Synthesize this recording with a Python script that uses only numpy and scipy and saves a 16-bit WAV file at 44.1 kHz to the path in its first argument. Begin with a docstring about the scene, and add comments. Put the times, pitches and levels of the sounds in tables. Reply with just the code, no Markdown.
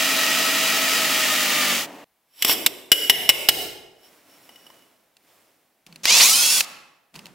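"""An electric drill bores through a steel plate clamped to a workbench: gear tones, rumble and gritty cutting.
Gloved hands then slide and knock two small plates together, hard enough to overload the recorder:
decaying steel tones with bursts of shaped noise. A countersink is set on a hole, spun up in two
quick surges of whine and scraping, and set on the next hole. Fading noise makes the workshop ring softly."""
import sys
import numpy as np
from scipy import signal
from scipy.fft import rfft, irfft, next_fast_len
from scipy.io import wavfile

SR = 44100
rng = np.random.default_rng(int(sys.argv[2]) if len(sys.argv) > 2 else 0)


def transcribe(signal):
    """Save signal, clipped to [-1, 1], as a 16-bit WAV file at the path in sys.argv[1]."""
    frames = np.atleast_2d(signal).T
    limited = np.clip(frames, -1, 1)
    pcm = np.round(limited * 32767).astype(np.int16)
    wavfile.write(sys.argv[1], SR, pcm)


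N = 323694
TIME = np.arange(N) / SR

# The ways a steel plate vibrates. Each row: pitch in Hz, relative level in dB, time to fall 60 dB in seconds.
PLATE_MODES = [(1950, -10, .025), (2130, -9, .03), (2940, 0, .05), (3130, -12, .03), (3720, -22, .03),
               (4950, -15, .025), (5520, -8, .035), (7680, -17, .03), (10500, -21, .03), (11080, -15, .04),
               (11920, -16, .035), (12330, -19, .035), (14100, -19, .035), (14600, -19, .035)]


def amp(db):
    """Turns decibels into a gain."""
    return 10 ** (np.asarray(db) / 20)


def unit(x):
    """Scales a sound to an average strength (rms) of 1."""
    return x / np.sqrt(np.mean(x ** 2) + 1e-20)


def read(points, hz):
    """Reads a table of frequency and value, with straight lines between points on a log-frequency axis."""
    f, value = np.transpose(points)
    return np.interp(np.log(hz + 1), np.log(f + 1), value)


def level(rows):
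    """Gain from rows of seconds and dB, silent outside the table's times."""
    seconds, db = np.transpose(rows)
    inside = (TIME >= seconds[0]) & (TIME <= seconds[-1])
    return amp(np.interp(TIME, seconds, db)) * inside


def swell(s, hold_s, rise_db_per_s, fall_db_per_s):
    """A gain that rises to 1 at time s, holds, and falls away."""
    before_s = np.maximum(s - TIME, 0)
    after_s = np.maximum(TIME - s - hold_s, 0)
    return amp(-rise_db_per_s * before_s - fall_db_per_s * after_s)


def strongest_swell(rows, rise_db_per_s, fall_db_per_s):
    """Where several swells overlap, the strongest sets the gain."""
    swells = [amp(db) * swell(s, hold_s, rise_db_per_s, fall_db_per_s) for s, hold_s, db in rows]
    return np.max(swells, axis=0)


def dying(t, t60):
    """Exponential decay that falls 60 dB in t60 seconds."""
    return np.exp(-np.log(1000) * t / t60)


def colour(x, points):
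    """Filters a sound by a table of Hz and dB."""
    size = next_fast_len(x.shape[-1] + 2048)
    gain = amp(read(points, np.fft.rfftfreq(size, 1 / SR)))
    return irfft(rfft(x, size) * gain, size)[..., :x.shape[-1]]


def noise(points, size=N):
    """Coloured noise of rms 1."""
    return unit(colour(rng.standard_normal(size), points))


def wander(rate_hz):
    """Random drift of rms 1, with straight lines between rate_hz random points a second."""
    knots = rng.standard_normal(8192)
    return unit(np.interp(TIME * rate_hz, np.arange(len(knots)), knots))


def grit(grains_hz, spread_db, share):
    """Tiny fractures of uneven size over smooth friction; share is the grains' part of the power."""
    hits = rng.random(N) < grains_hz / SR
    size = amp(spread_db * np.minimum(rng.exponential(1, N), 2))
    grains = hits * rng.standard_normal(N) * size
    return np.sqrt(share) * unit(grains) + np.sqrt(1 - share) * rng.standard_normal(N)


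def add(track, s, sound):
    """Mixes a sound in at s seconds."""
    part = track[round(s * SR):][:len(sound)]
    part += sound[:len(part)]


def drill(sway=0.0018, jitter=0.0014, throb=0.65, flutter=0.31, hum_db=-1, cut_db=-21, rumble_db=-35):
    """Gears sing over the cutting edges; the load swings once every turn of the chuck."""
    # Motor hum. Each row: pitch in Hz at the table's mesh rate, relative level in dB.
    motor_tones = [(161.5, -51), (215.3, -47), (269.2, -42.5)]
    # Gear tones. Each row: pitch in Hz at the table's mesh rate, level in dB under full load.
    gear_tones = [(646.0, -39), (861.3, -49), (1249, -44), (1292, -37), (1771, -45), (1895, -37),
                  (2261, -45), (2417, -37), (2536, -43), (2934, -44), (3214, -45), (3445, -47),
                  (3871, -36.5), (4307, -43), (4850, -39)]
    # Colour of the cutting. Each row: frequency in Hz, relative dB per Hz.
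    cutting = [(80, -68), (300, -16.5), (900, -13), (1350, 0.5), (1620, -6.5), (1900, 4.5), (2150, -1),
               (2900, 3.5), (3700, -3), (5000, -3), (7300, -5.5), (9500, -10.5), (11500, -9), (13000, -12),
               (16000, -7.5)]
    # Colour of the low rumble. Each row: frequency in Hz, relative dB per Hz.
    rumble = [(30, -43), (100, -34.5), (150, -19), (215, -12), (290, -2.5), (370, -10.5), (520, -6.5),
              (800, -6), (1300, -17), (2800, -19.5), (6000, -42.5), (15000, -48)]
    table_mesh_hz, teeth = 645, 60  # the tables' mesh rate; gear teeth per turn of the chuck
    on = TIME < 2.044  # the drill is silent after this many seconds

    # the trigger is let go: the motor coasts, slower and quieter
    release_s, coast_s, coast_db_per_s = 1.707, 0.79, 31.5
    coasting_s = np.maximum(TIME - release_s, 0)
    motor = amp(-coast_db_per_s * coasting_s)

    # the gear mesh rate holds, then sags as the bit digs in
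    free_mesh_hz, sag_from_s, sag_hz_per_s = 646.5, .92, 58
    sagging_s = np.clip(TIME - sag_from_s, 0, release_s - sag_from_s)
    mesh_hz = (free_mesh_hz - sag_hz_per_s * sagging_s) * np.exp(-coasting_s / coast_s)
    chuck = 2 * np.pi * np.cumsum(mesh_hz) / SR / teeth  # angle in radians
    uneven = 1 + sway * np.sin(chuck) + jitter * wander(90)
    turns = np.cumsum(mesh_hz * uneven) / SR  # gear mesh cycles so far

    # the bit comes out of the cut over lift_s; only the brushes' hiss stays, idle_db against the cutting
    cut_end_s, lift_s, idle_db = 1.864, 0.072, -23
    in_cut = np.clip((cut_end_s - TIME) / lift_s, 0, 1)
    cut = np.sqrt(in_cut + amp(idle_db) ** 2) * motor

    # the bit grabs once and the motor's hum swells, by as much as its full-speed level
    grab = swell(1.7, 0.037, rise_db_per_s=250, fall_db_per_s=250)
    hum_load = amp(hum_db) * (motor ** 3 + grab)
    gear_load = (cut * motor) ** 2

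    sound = amp(rumble_db) * motor * noise(rumble)
    # the load swings tones near this multiple of the mesh rate most deeply, over this many octaves
    throb_order, throb_octaves = 2.5, .9
    for tones, load in ((motor_tones, hum_load), (gear_tones, gear_load)):
        for hz, db in tones:
            octaves = np.log2(hz / (throb_order * table_mesh_hz))
            depth = throb * np.exp(-(octaves / throb_octaves) ** 2)
            swing = depth * np.sin(chuck[on] + 2 * np.pi * rng.random())
            tone = np.sin(2 * np.pi * (hz / table_mesh_hz * turns[on] + rng.random()))
            unsteady = 1 + swing + flutter * wander(44.85)[on]
            sound[on] += np.sqrt(2) * amp(db) * load[on] * unsteady * tone

    # the cutting swells four times a turn, and more gently once a turn
    bite = amp(.45 * np.sin(4 * chuck) + 0.33 * np.sin(chuck) + 0.16 * wander(260))
    chips = unit(colour(grit(grains_hz=2640, spread_db=8.5, share=0.19), cutting) * bite)
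    return (sound + amp(cut_db) * cut * chips) * on


def plate_ring(t, bright_db):
    """The plate's modes, damped by the grip; bright_db tilts them per octave."""
    hz, db, t60 = np.transpose(PLATE_MODES)[:, :, None]
    phase = 2 * np.pi * rng.random(hz.shape)
    strength = amp(db + bright_db * np.log2(hz / hz[1]))
    return (strength * dying(t, t60) * np.sin(2 * np.pi * hz * t + phase)).sum(0)


def plates(crack_db=-5, crack_t60=0.034, knock_t60=0.024, contact_s=0.00082, hiss_db=-1, drag_db=-12):
    """Each blow cracks, rings the steel and knocks the bench; sliding rubs the same modes.

    Gives the direct sound and what goes to the room."""
    # Plate against plate. Each row: start in seconds, level in dB, then relative to that
    # the ring in dB, the bench knock in dB and the sound sent to the room in dB.
    clacks = [(2.423, -4, -11.5, -26, -19), (2.447, -3.5, -16, -14, 8.5), (2.495, -8.5, -5, -8, 0),
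              (2.662, 2.5, -28, -19.5, -10.5), (2.9174, 8, -3.5, -19.5, -0.5),
              (3.097, 3.5, -2.5, -15.5, 1.5), (3.291, 2, 0, -15, -3.5), (3.296, -2, -16, -15.5, 5.5),
              (3.4868, 5, -10, -16.5, 3), (4.491, -46.5, 5.5, 4, -2), (4.558, -46, 5, -16, -5),
              (4.666, -48.5, 7.5, 6, 6.5), (4.701, -49, 2, 7.5, -2), (4.822, -53.5, -1.5, -5, -1)]
    # One plate sliding on the other. Each row: start of the hold in seconds, hold in seconds, ring in dB,
    # ring tilt in dB per octave, rasp in dB relative to the ring.
    slide_rows = [(2.36, 0.024, -83, 4, -8), (2.495, 0.025, -20, 12, -1), (4.047, 0.022, -57, 6, -6),
                  (4.32, 0.035, -60.5, 5, -13.5), (4.438, .02, -61, 11.5, -10), (4.52, 0.14, -62, 3, -16)]
    # Colour of the crack and of the rubbing hiss. Each row: frequency in Hz, relative dB per Hz.
    crack_colour = [(40, -15.5), (300, -12.5), (1300, -5.5), (2000, 4), (3200, 9), (4400, 1.5), (5400, 5.5),
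                    (6500, -5.5), (7700, 2), (9600, -5.5), (12000, -5), (13300, 0), (14500, 0.5),
                    (16000, -13.5)]
    # Colour of the wooden bench. Each row: frequency in Hz, relative dB per Hz.
    bench_knock = [(40, -27.5), (150, -19), (300, -7.5), (600, -9), (1000, -5.5), (2000, -16.5),
                   (8000, -49)]
    # Rubbing excites the plate's modes unevenly. Each row: frequency in Hz, gain in dB.
    squeal_colour = [(2000, -10), (3000, -2), (4000, -6), (4950, -2), (5500, 5), (7700, -3), (11000, -2),
                     (15000, -4)]
    bright_db = 1.5  # tilt of a blow, per octave
    t = np.arange(SR // 6) / SR
    slides, blows, feed = np.zeros(N), np.zeros(N), np.zeros(N)

    rub = grit(grains_hz=1540, spread_db=0, share=0.4)
    friction = amp(hiss_db) * unit(colour(rub, crack_colour)) + amp(drag_db) * noise(bench_knock)
    for s, hold_s, db, tilt_db, rasp_db in slide_rows:
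        ring = colour(plate_ring(t, tilt_db), squeal_colour)
        squeal = unit(signal.oaconvolve(rub, ring)[:N])
        gain = amp(db) * swell(s, hold_s, rise_db_per_s=281, fall_db_per_s=497.5)
        slides += gain * (squeal + amp(rasp_db) * friction)

    tilt_from_hz = PLATE_MODES[1][0]
    tilted = [(hz, band_db + bright_db * np.log2(max(hz / tilt_from_hz, 1))) for hz, band_db in crack_colour]
    for s, db, ring_db, knock_db, room_db in clacks:
        crack = amp(crack_db) * noise(tilted, size=len(t)) * dying(t, crack_t60)
        knock = amp(knock_db) * noise(bench_knock, size=len(t)) * dying(t, knock_t60)
        ring = amp(ring_db) * plate_ring(t, bright_db)
        onset = 1 - np.exp(-t / contact_s)
        blow = amp(db) * (ring + crack + knock) * onset
        add(blows, s, blow)
        add(feed, s, amp(room_db) * blow)
    return slides + blows, slides + feed


def countersink(scrape_db=-2.0):
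    """The flutes scrape the rim of the hole, brighter as they cut in, and ring the bit."""
    # How hard the flutes bite. Each row: time in seconds, relative level in dB.
    bite = [(6.034, -32), (6.095, -14.5), (6.235, -10.5), (6.32, -16), (6.612, -17.5), (6.62, -32),
            (6.65, -35.5)]
    # Colour of the scraping. Each row: frequency in Hz, relative dB per Hz.
    scrape_colour = [(59, -69), (100, -31), (210, -15.5), (328, -19.5), (406, -19), (481, -16.5),
                     (1060, -12.5), (1610, -16), (2630, -4), (2990, -6), (4470, -2), (7140, -2.5),
                     (8280, -5.5), (10200, -4.5), (16000, -11.5)]
    # Extra filter at first touch, when the scraping is dull. Each row: frequency in Hz, gain in dB.
    dull = [(100, -0.5), (1200, 5.5), (2500, 2.5), (6500, 2), (9000, -5.5), (15000, -9)]
    brighten_s = 0.23
    rough = grit(grains_hz=1860, spread_db=2.0, share=0.21) * amp(1.1 * wander(170))
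    scrape = unit(colour(rough, scrape_colour))
    depth = np.clip((TIME - bite[0][0]) / brighten_s, 0, 1) ** 2
    scrape = depth * scrape + (1 - depth) * colour(scrape, dull)
    ring_hz, ring_width_hz, ring_db = 5390, 25, -18  # the bit's own ring
    resonance = signal.iirpeak(ring_hz, ring_hz / ring_width_hz, SR)
    ring = amp(ring_db) * unit(signal.lfilter(*resonance, scrape))
    return amp(scrape_db) * level(bite) * (scrape + ring)


def whine(jitter=.005, flutter=.5):
    """The motor climbs toward its top speed with each surge; the gears are loudest while it strains."""
    # Tones of the whine. Each row: multiple of the shaft rate, relative dB in the first surge,
    # relative dB in the second.
    tone_rows = [(1, -25, -14), (3, -16, -9), (4, -14, -30), (5, -30, -2), (9, -20, -4), (11.25, -20, 0),
                 (12, -2, -30), (15, -20, -4), (16, 0, -30), (18, -20, 0), (20, -2, -6), (22.5, -20, -1),
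                 (24, -4, -18), (28, -5, -14), (30, -20, 0), (32, -6, -20), (33.75, -20, 1), (36, -8, -3)]
    # The bit and plate radiate best in the middle treble. Each row: frequency in Hz, gain in dB.
    radiation = [(100, -35), (500, -11), (900, -7), (1250, -2), (1550, -12), (2100, 0), (2700, 0),
                 (3700, 0), (4500, 1), (6700, 1), (8000, -4), (9200, -1), (10500, -7), (16000, -18)]
    # The motor's two starts. Each row: start from rest in seconds, time to half speed in seconds,
    # in gear from in seconds, fade-in in seconds, trigger let go in seconds.
    surges = [(5.974, .101, 6.06, .04, 6.19), (6.187, .0395, 6.194, .008, 6.565)]
    top_shaft_hz, run_down_s = 338, .4
    # level at full speed, rise under full strain, fall once the trigger is let go
    full_speed_db, strain_db, fall_db_per_s = -23.5, 14, 350
    out = np.zeros(N)
    orders, *surge_dbs = np.transpose(tone_rows)
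    for (start_s, half_s, gear_s, fade_s, stop_s), dbs in zip(surges, surge_dbs):
        on = (TIME > gear_s) & (TIME < stop_s + run_down_s)
        t = TIME[on]
        speed = (t - start_s) / (t - start_s + half_s)  # as a share of top speed
        coasting_s = np.maximum(t - stop_s, 0)
        shaft_hz = top_shaft_hz * speed * np.exp(-coasting_s / run_down_s)
        turns = np.cumsum(shaft_hz * (1 + jitter * wander(200)[on])) / SR
        tones = np.zeros(len(t))
        for order, db in zip(orders, dbs):
            tone = np.sin(2 * np.pi * (order * turns + rng.random()))
            tones += amp(db) * (1 + flutter * wander(70)[on]) * tone
        fade_in = np.minimum((t - gear_s) / fade_s, 1)
        gain = fade_in * amp(full_speed_db + strain_db * (1 - speed) - fall_db_per_s * coasting_s)
        out[on] += gain * unit(colour(tones, radiation))
    return out


def handling():
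    """Glove rustle, dry ticks of metal and the dull shake of the bench, all shaped noise."""
    # Gloves shifting the plates. Each row: start of the hold in seconds, hold in seconds, level in dB.
    rustles = [(4.07, 0.075, -56), (4.29, 0.44, -55.5), (5.29, 0.1, -59.5)]
    # The drill's weight shakes the bench as it is set down. Each row: start of the hold in seconds,
    # hold in seconds, level in dB.
    set_downs = [(5.871, 0.2, -55.5), (7.149, 0.012, -44.5), (7.24, 0.037, -50.5)]
    # Small hard contacts of bit and plate. Each row: start in seconds, level in dB.
    ticks = [(5.168, -47), (5.865, -40), (5.871, -45), (5.926, -42.5), (5.959, -34), (6.036, -37),
             (6.044, -27.5), (6.055, -8), (6.607, -10), (7.142, -41), (7.155, -37), (7.16, -33.5),
             (7.1918, -34.5), (7.257, -34.5), (7.2666, -38)]
    # Colour of the gloves. Each row: frequency in Hz, relative dB per Hz.
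    glove = [(35, -41.5), (60, -17), (287, 2), (389, -2), (666, 1), (842, -4), (1820, -6.5), (2050, -5),
             (4640, -11), (5460, -9), (6000, -12.5), (16000, -12.5)]
    # Colour of a tick. Each row: frequency in Hz, relative dB per Hz.
    tick_colour = [(100, -24.5), (900, -14), (1800, -15), (2600, 0), (3500, -10), (4500, -5.5),
                   (6000, -13.5), (9000, -16.5), (16000, -22)]
    # Colour of the shaking bench. Each row: frequency in Hz, relative dB per Hz.
    bench = [(30, -19), (100, -26), (170, 4), (240, -7), (400, -11), (1200, -17.5), (3000, -22),
             (7000, -27), (16000, -35)]
    rustle = strongest_swell(rustles, rise_db_per_s=88.5, fall_db_per_s=38)
    shake = strongest_swell(set_downs, rise_db_per_s=1502, fall_db_per_s=107.5)
    out = rustle * unit(colour(grit(grains_hz=960, spread_db=6.0, share=0.13), glove))
    t = np.arange(SR // 10) / SR
    for s, db in ticks:
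        add(out, s, amp(db) * noise(tick_colour, size=len(t)) * dying(t, t60=0.019))
    return out + shake * noise(bench)


def stereo(source):
    """A second run with fresh random draws gives a quieter, unrelated side signal, mostly in the treble."""
    # Side against middle. Each row: frequency in Hz, gain in dB.
    width = [(50, -10), (150, -16), (1000, -16), (2500, -12), (5000, -8.5), (9000, -5), (14000, -3)]
    mid = source()
    side = colour(source(), width)
    return np.array([mid + side, mid - side])


def workshop(x, hold_s=0.13, side_db=-6):
    """A diffuse tail holds briefly, then dies band by band; it keeps passing smoothly between three noise tails."""
    # How long the room rings. Each row: frequency in Hz, time to fall 60 dB in seconds.
    room_t60 = [(100, .9), (500, 1), (3000, .68), (8000, .58), (15000, 0.44)]
    # three stereo tails of noise, one second each
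    hz, t, bands = signal.stft(rng.standard_normal((3, 2, SR)), SR, nperseg=256)
    fall_db = -60 * np.maximum(t - hold_s, 0) / read(room_t60, hz)[:, None]
    tails = signal.istft(bands * amp(fall_db), SR, nperseg=256)[1]
    tails = tails / np.linalg.norm(tails[0, 0])
    # the sound passes from tail to tail at steady total power
    feeds = np.sqrt(2 / 3) * np.sin(np.pi * (20 * TIME + np.arange(3)[:, None] / 3))
    mid, side = signal.fftconvolve((x * feeds)[:, None], tails, axes=2).sum(0)[:, :N]
    return np.array([mid + amp(side_db) * side, mid - amp(side_db) * side])


def air(floor_db=-70):
    """The quiet of the workshop, as steady soft noise."""
    # Colour of the quiet. Each row: frequency in Hz, relative dB per Hz.
    floor = [(15, -46.5), (25, -14.5), (242, -5.5), (439, -7), (677, -2.5), (1290, -9), (2160, -9.5),
             (6920, -18), (14000, -13.5), (16000, -15.5)]
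    return amp(floor_db) * noise(floor)


def scene(right_db=.5):
    """Close sources, the workshop's tail and its quiet air."""
    # What the plates send into the room. Each row: frequency in Hz, gain in dB.
    plate_send = [(60, -9), (130, -5), (200, -6.5), (480, -0.5), (750, -8), (1300, -14.5), (2000, -11.5),
                  (2500, -12.5), (3000, -13.5), (5000, -16), (7000, -14), (14000, -13.5)]
    # What the bit and the handling send into the room. Each row: frequency in Hz, gain in dB.
    bit_send = [(60, -14.5), (200, -7.5), (600, -9), (1200, -6), (2500, -16.5), (7000, -25.5), (14000, -27)]
    steel, steel_feed = stereo(lambda: np.array(plates())).swapaxes(0, 1)
    bit = stereo(countersink) + stereo(handling)
    room = workshop(colour(steel_feed.mean(0), plate_send) + colour(bit.mean(0), bit_send))
    balance = amp([[-right_db], [right_db]])  # left down, right up
    return stereo(drill) + (steel + bit + stereo(whine) + room) * balance + stereo(air)


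def record(dry, ceiling_db=-6, recover_db_per_s=1500, attack_s=0.0024, lopsided=0.04):
    """A fast limiter, overload on the hardest blows, then the band limit."""
    pole = np.exp(-1 / (attack_s * SR))
    power = signal.lfilter([1 - pole], [1, -pole], (dry ** 2).mean(0))
    power_db = 10 * np.log10(power + 1e-12)
    # follow the peaks, letting go at the recovery rate
    fall = TIME * recover_db_per_s
    peak_db = np.maximum.accumulate(power_db + fall) - fall
    limited = dry / amp(np.maximum(peak_db - ceiling_db, 0))
    # overload bends the two half-waves unequally, which adds a low thump
    bent = limited + lopsided * np.maximum(abs(limited) - 2 / 3, 0)
    clipped = np.clip(bent, -1, 1)
    edge_hz = 15900
    lowpass = signal.firwin(401, edge_hz, window=("kaiser", 8), fs=SR)
    return signal.oaconvolve(clipped, lowpass[None], "same")


dry = scene()
out = record(dry)
transcribe(out)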